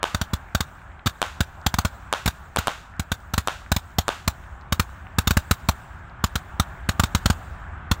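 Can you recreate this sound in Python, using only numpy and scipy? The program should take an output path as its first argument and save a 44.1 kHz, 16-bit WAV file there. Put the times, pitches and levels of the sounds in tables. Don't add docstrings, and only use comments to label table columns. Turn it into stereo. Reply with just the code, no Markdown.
import sys
import numpy as np
from scipy import signal
from scipy.io import wavfile
from scipy.ndimage import uniform_filter1d

SR = 44100
rng = np.random.default_rng(int(sys.argv[2]) if len(sys.argv) > 2 else 0)


def persist_wave(psi):
    counts = np.round(np.clip(psi, -1, 1) * 32767).astype(np.int16)
    wavfile.write(sys.argv[1], SR, np.atleast_2d(counts).T)


N = 352800

# (time [s], rumble level [dB], hum level [dB])
TRAFFIC_LEVELS = [(0, -47, -47), (1, -46, -50.5), (1.8, -43.5, -48), (2.6, -46, -50.5), (3.9, -45, -51.5),
                  (5.3, -41.5, -48), (6, -42.5, -48), (7.2, -37.5, -45), (8, -39, -46)]
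# (frequency [Hz], level [dB])
RUMBLE_SPECTRUM = [(15, -42), (25, -25), (70, 2.5), (103, -13.5), (134, -14), (337, -29), (380, -22),
                   (450, -42), (580, -63), (990, -120)]
# (frequency [Hz], level [dB])
TYRE_SPECTRUM = [(150, 2), (400, -12), (700, 1.5), (1100, -0.5), (1700, -0.5), (2500, -14), (4000, -30),
                 (8000, -45), (10000, -56), (16000, -67)]
# (frequency [Hz], coherence [0-1])
MIC_COHERENCE = [(60, 1), (200, 0.96), (600, 0.28), (1500, 0.15), (5000, 0.044)]
# (time [s], level [dB])
FAR_THUDS = [(4.512, -32.5), (7.496, -29), (7.513, -35)]
# (time [s], level [dB], pitch [Hz])
SPARK_POPS = [(0.8175, -38, 1900), (0.918, -42, 2400), (0.9943, -30, 2300), (1.6153, -40, 5000),
              (2.0253, -38, 1700), (2.939, -38, 1700), (2.9664, -48, 6000), (3.204, -45, 4500),
              (3.619, -35, 1250), (3.6632, -32, 1700), (3.9065, -47, 5000), (3.9174, -47, 5000),
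              (4.4387, -36, 2200), (4.6123, -42, 4200), (4.620, -45, 3200), (4.8931, -37, 1400),
              (5.069, -29, 2000), (6.0975, -45, 3500)]
# (frequency [Hz], level [dB])
FIZZ_SPECTRUM = [(500, -1), (2000, 3.5), (4000, 2), (6000, -3), (8000, 0.5), (11000, -2), (16000, 5)]
# (frequency [Hz], time to fall 9 dB [s])
FIZZ_FADE = [(1000, 0.02), (4000, 0.24), (8000, 0.3), (11000, 0.15), (15000, 0.21)]
# (time [s], ground bounce delay [ms], level [dB])
STAR_BURSTS = [(.0304, 10.5, -0.5), (1.2175, 9.95, -0.5), (2.1275, 9.4, 0), (2.562, 9.3, -1),
               (2.6723, 8.93, 0), (3.4744, 9.42, -1), (4.0817, 8.6, -0.5)]
# (frequency [Hz], gain [dB])
OVERHEAD_COLOUR = [(300, -4), (1000, -1), (2200, 1), (4000, -2), (7000, 3), (10500, 23), (13000, 24),
                   (16000, 20)]
# (frequency [Hz], gain [dB])
GROUND_COLOUR = [(150, -4), (500, 0), (1400, 2), (3000, -1), (7000, 0), (10000, 11), (14000, 17)]
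# (frequency [Hz], gain [dB])
SCATTER_COLOUR = [(200, -13), (500, -1.5), (1500, 0.5), (3500, -3.5), (8000, 0.5), (15000, 15)]
# (frequency [Hz], time to fall 60 dB [s])
SCATTER_DECAY = [(200, 0.13), (500, 0.229), (1400, 0.29), (4000, 0.46), (10000, 0.5)]
# (time of the pressure trough [s], thump level [dB], jet level [dB])
LIFT_CHARGES = [(0.1493, -15.4, -24.5), (0.2172, -16, -24), (0.3372, -13.5, -25.5), (0.5522, -13.5, -22),
                (0.6087, -17.5, -23.5), (1.0635, -15, -25), (1.0717, -13, -20), (1.409, -11, -20.5),
                (1.667, -13, -19), (1.744, -16.5, -26), (1.7889, -13, -20), (1.8527, -13, -22),
                (2.2623, -14, -20), (2.28, -14, -22), (2.588, -16.5, -23), (2.999, -16, -26),
                (3.1209, -15.5, -22.5), (3.3401, -18, -24.5), (3.3823, -12.5, -19.5), (3.7208, -11, -21),
                (3.7671, -14.5, -22.5), (3.9882, -11.5, -18.5), (4.2802, -12.5, -20), (4.7266, -12.5, -21),
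                (4.7995, -11.5, -19.5), (5.188, -10, -19), (5.2763, -11.5, -19), (5.311, -11, -20.5),
                (5.3728, -8, -18.5), (5.5139, -9, -17.5), (5.6907, -9.7, -18.5), (6.2432, -11, -20),
                (6.3587, -17.5, -22), (6.601, -10.5, -20), (6.8928, -11.5, -19), (6.9994, -9.5, -19),
                (7.039, -12.3, -20.5), (7.1519, -10, -17.5), (7.261, -9.2, -18.5), (7.3037, -8.5, -19.5),
                (7.9171, -9.5, -20)]
# (frequency [Hz], level [dB], fade [ms], rise [ms], signed weight [ratio])
BARREL_MODES = [(74, 0, 16, 4.1, -0.99), (193.9, -4.5, 7.57, .1, 0.97)]
# (frequency [Hz], level [dB])
JET_SPECTRUM = [(200, -13), (450, 0.5), (800, 8), (2000, 10), (8000, -3), (16000, -1.5)]
# (time [s], top treble gain of the jets [dB])
CAMERA_TILT = [(0, 1), (1.5, 1), (2.2, 3.5), (5.8, 4.5), (6.3, 1.5), (8, -0.5)]
# (frequency [Hz], gain [dB])
LEFT_PORT = [(60, 0), (400, 1.8), (900, 3), (2000, 2), (3600, 7.5), (5000, 6), (7300, 11), (8600, 6.5),
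             (10500, 0), (14800, 3), (16500, 6)]
# (frequency [Hz], gain [dB])
RIGHT_PORT = [(400, 1), (750, 5.5), (1500, 10.5), (2000, 3), (2700, 8.5), (3700, 9.5), (5000, -13.5),
              (7100, 0), (9500, -15), (14500, -13), (16500, -24)]


def gain_of(db):
    return 10 ** (np.asarray(db) / 20)


def unit_rms(x):
    return x / np.sqrt(np.mean(x ** 2) + 1e-20)


def read(points, hz):
    f, value = np.transpose(points)
    return np.interp(np.log(hz + 1), np.log(f + 1), value)


def add(mix, s, sound, right_late_ms=0.):
    for channel, late in zip(mix, (0, right_late_ms / 1000)):
        part = channel[round((s + late) * SR):][:len(sound)]
        part += sound[:len(part)]


def colour(x, points, size=2048):
    log_gain = np.log(gain_of(read(points, abs(np.fft.fftfreq(size, 1 / SR)))))
    taps = np.fft.ifft(np.exp(np.conj(signal.hilbert(log_gain)))).real[:size // 2]
    return signal.oaconvolve(x, taps)[:len(x)]


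def diffuse_noise(points, patchy_db, size=1024, shape=None):
    frames, hz = 4 * N // size + 5, np.fft.rfftfreq(size, 1 / SR)
    a, b, c, d, patches = rng.standard_normal((frames, size // 2 + 1, 5)).T
    patches = unit_rms(uniform_filter1d(uniform_filter1d(patches, size=12, axis=0), size=10, axis=1))
    coherence = read(MIC_COHERENCE, hz)[:, None]
    left = a + 1j * b
    right = coherence * left + np.sqrt(1 - coherence ** 2) * (c + 1j * d)
    spectra = np.array([left, right]) * gain_of(read(points, hz)[:, None] + patchy_db * patches)
    if shape:
        spectra *= shape(hz, np.arange(frames) * size / 4 / SR)
    return unit_rms(signal.istft(spectra, nperseg=size, noverlap=3 * size // 4)[1][:, :N])


def shock(width_ms):
    u = np.arange(400) / SR * 1000 / width_ms
    return (1 - u) * np.exp(-u) * (1 - np.exp(-(u / 0.37) ** 2)) * 2.06


def edge_echoes(pulse, db, fade_ms):
    ms = np.arange(300) / SR * 1000
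    echoes = gain_of(db) * rng.standard_normal(len(ms)) * np.exp(-ms / fade_ms)
    return np.convolve(pulse, np.r_[1, echoes])


def far_traffic():
    s, rumble_db, hum_db = np.transpose(TRAFFIC_LEVELS)
    t = np.arange(N) / SR
    rumble = diffuse_noise(RUMBLE_SPECTRUM, patchy_db=0.5, size=2048)
    hum = diffuse_noise(TYRE_SPECTRUM, patchy_db=1.4)
    return gain_of(np.interp(t, s, rumble_db)) * rumble + gain_of(np.interp(t, s, hum_db)) * hum


def far_thuds(hz=64):
    out, t = np.zeros((2, N)), np.arange(2000) / SR
    for s, db in FAR_THUDS:
        add(out, s, gain_of(db) * np.sin(2 * np.pi * hz * t) * np.hanning(len(t)))
    return out


def spark_pops(fade_cycles=.6):
    out, t = np.zeros((2, N)), np.arange(200) / SR
    for s, db, hz in SPARK_POPS:
        cycles = hz * t - 1
        click = np.cos(2 * np.pi * cycles) * np.exp(-(cycles / fade_cycles) ** 2)
        add(out, s - 1 / hz, gain_of(db) * edge_echoes(click, db=-21, fade_ms=1.8), right_late_ms=.08)
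    return out


def star_fizz():
    def fading(hz, t):
        power = 0
        for s, _, jet_db in LIFT_CHARGES:
            age = np.maximum(t - s, 0) / read(FIZZ_FADE, hz)[:, None]
            power += gain_of(jet_db) ** 2 * (age > 0) * np.exp(-2 * age ** 1.25)
        return np.sqrt(power)
    return gain_of(-59) * diffuse_noise(FIZZ_SPECTRUM, patchy_db=2.0, size=512, shape=fading)


def field_scatter(x):
    taps = np.zeros((2, SR // 2))
    at = np.arange(0, SR // 2 - 20, 20) + rng.integers(0, 20, (2, (SR // 2 - 1) // 20))
    strengths = rng.choice([-1., 1.], at.shape) * gain_of(3.5 * rng.standard_normal(at.shape))
    np.put_along_axis(taps, at, strengths, 1)
    hz, t, spectra = signal.stft(taps, SR, nperseg=256)
    decay = gain_of(-60 * t / read(SCATTER_DECAY, hz)[:, None])
    tail = signal.istft(spectra * decay, SR, nperseg=256)[1]
    return signal.fftconvolve(x, tail / np.linalg.norm(tail[0]), axes=1)[:, :N]


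def star_bursts(rise_ms=.15, holder_delay_ms=1.85):
    out, to_field = np.zeros((2, N)), np.zeros((3, 2, N))
    for k, (s, ground_ms, db) in enumerate(STAR_BURSTS):
        start = s - rise_ms / 1000
        crack = gain_of(db) * shock(0.21)
        for mic, lag_s in ((out[:1], 0), (out[1:], .0001)):
            add(mic, start + lag_s, edge_echoes(colour(crack, OVERHEAD_COLOUR), db=-23, fade_ms=1.2))
        add(out[:1], start + holder_delay_ms / 1000, gain_of(db - 5) * shock(0.16))
        bounce = edge_echoes(colour(shock(.23), GROUND_COLOUR), db=-24, fade_ms=2.5)
        add(out, start + ground_ms / 1000, gain_of(db - 1.5) * bounce, right_late_ms=.2)
        add(to_field[k % 3], s + 1.83 * ground_ms / 1000, colour(crack, SCATTER_COLOUR))
    return out + gain_of(-2) * sum(field_scatter(x) for x in to_field)


def barrel_thump(ms):
    thump = 0
    for hz, db, fade_ms, rise_ms, weight in BARREL_MODES:
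        envelope = (1 - np.exp(-(ms / rise_ms) ** 2)) * np.exp(-(ms / fade_ms) ** 2)
        thump += weight * gain_of(db) * np.sin(2 * np.pi * hz * ms / 1000) * envelope
    return thump


def lift_charges(trough_delay_s=.004):
    out, ms = np.zeros((2, N)), np.arange(2600) / SR * 1000
    thump = barrel_thump(ms)
    blow = (1 - np.exp(-(ms / 0.97) ** 2)) / (1 + (ms / 8.02) ** 5)
    afterblow = gain_of(-22.5) / (1 + (ms / 37) ** 8)
    jet_envelope = blow + afterblow
    hiss, right_hiss = (unit_rms(colour(rng.standard_normal(N + len(ms)), JET_SPECTRUM)) for _ in range(2))
    barrels = rng.uniform(size=(len(LIFT_CHARGES), 2))
    for (s, thump_db, jet_db), (depth, bearing) in zip(LIFT_CHARGES, barrels):
        start = s - trough_delay_s
        span = round(start * SR) + np.arange(len(ms))
        ragged_flow = gain_of(2.5 * unit_rms(uniform_filter1d(rng.standard_normal(len(ms)), size=40)))
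        gas = ragged_flow * jet_envelope * hiss[span]
        echo_lag = round((.4 + .9 * depth) * SR / 1000)
        gas = signal.lfilter([1], np.r_[1, np.zeros(echo_lag), .35], gas)
        treble_db = np.interp(s, *np.transpose(CAMERA_TILT))
        gas = colour(gas, [(9000, 0), (14000, treble_db)], size=256)
        add(out, start, gain_of(thump_db) * thump)
        add(out, start + 0.0009, gain_of(thump_db - 10) * shock(0.54), right_late_ms=0.098)
        add(out, start, gain_of(jet_db) * gas, right_late_ms=.09 + .04 * bearing)
        add(out[1:], start, gain_of(jet_db - 5) * jet_envelope * right_hiss[span])
    return out


def scene():
    return lift_charges() + star_fizz() + star_bursts() + spark_pops() + far_thuds() + far_traffic()


def record(dry):
    heard = np.array([colour(dry[0], LEFT_PORT), colour(dry[1], RIGHT_PORT)])
    heard = heard / (1 + abs(heard / .9) ** 6) ** (1 / 6)
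    lowpass = signal.firwin(511, cutoff=15800, window=("kaiser", 9), fs=SR)
    return signal.oaconvolve(heard, lowpass[None], "same")


dry = scene()
out = record(dry)
persist_wave(out)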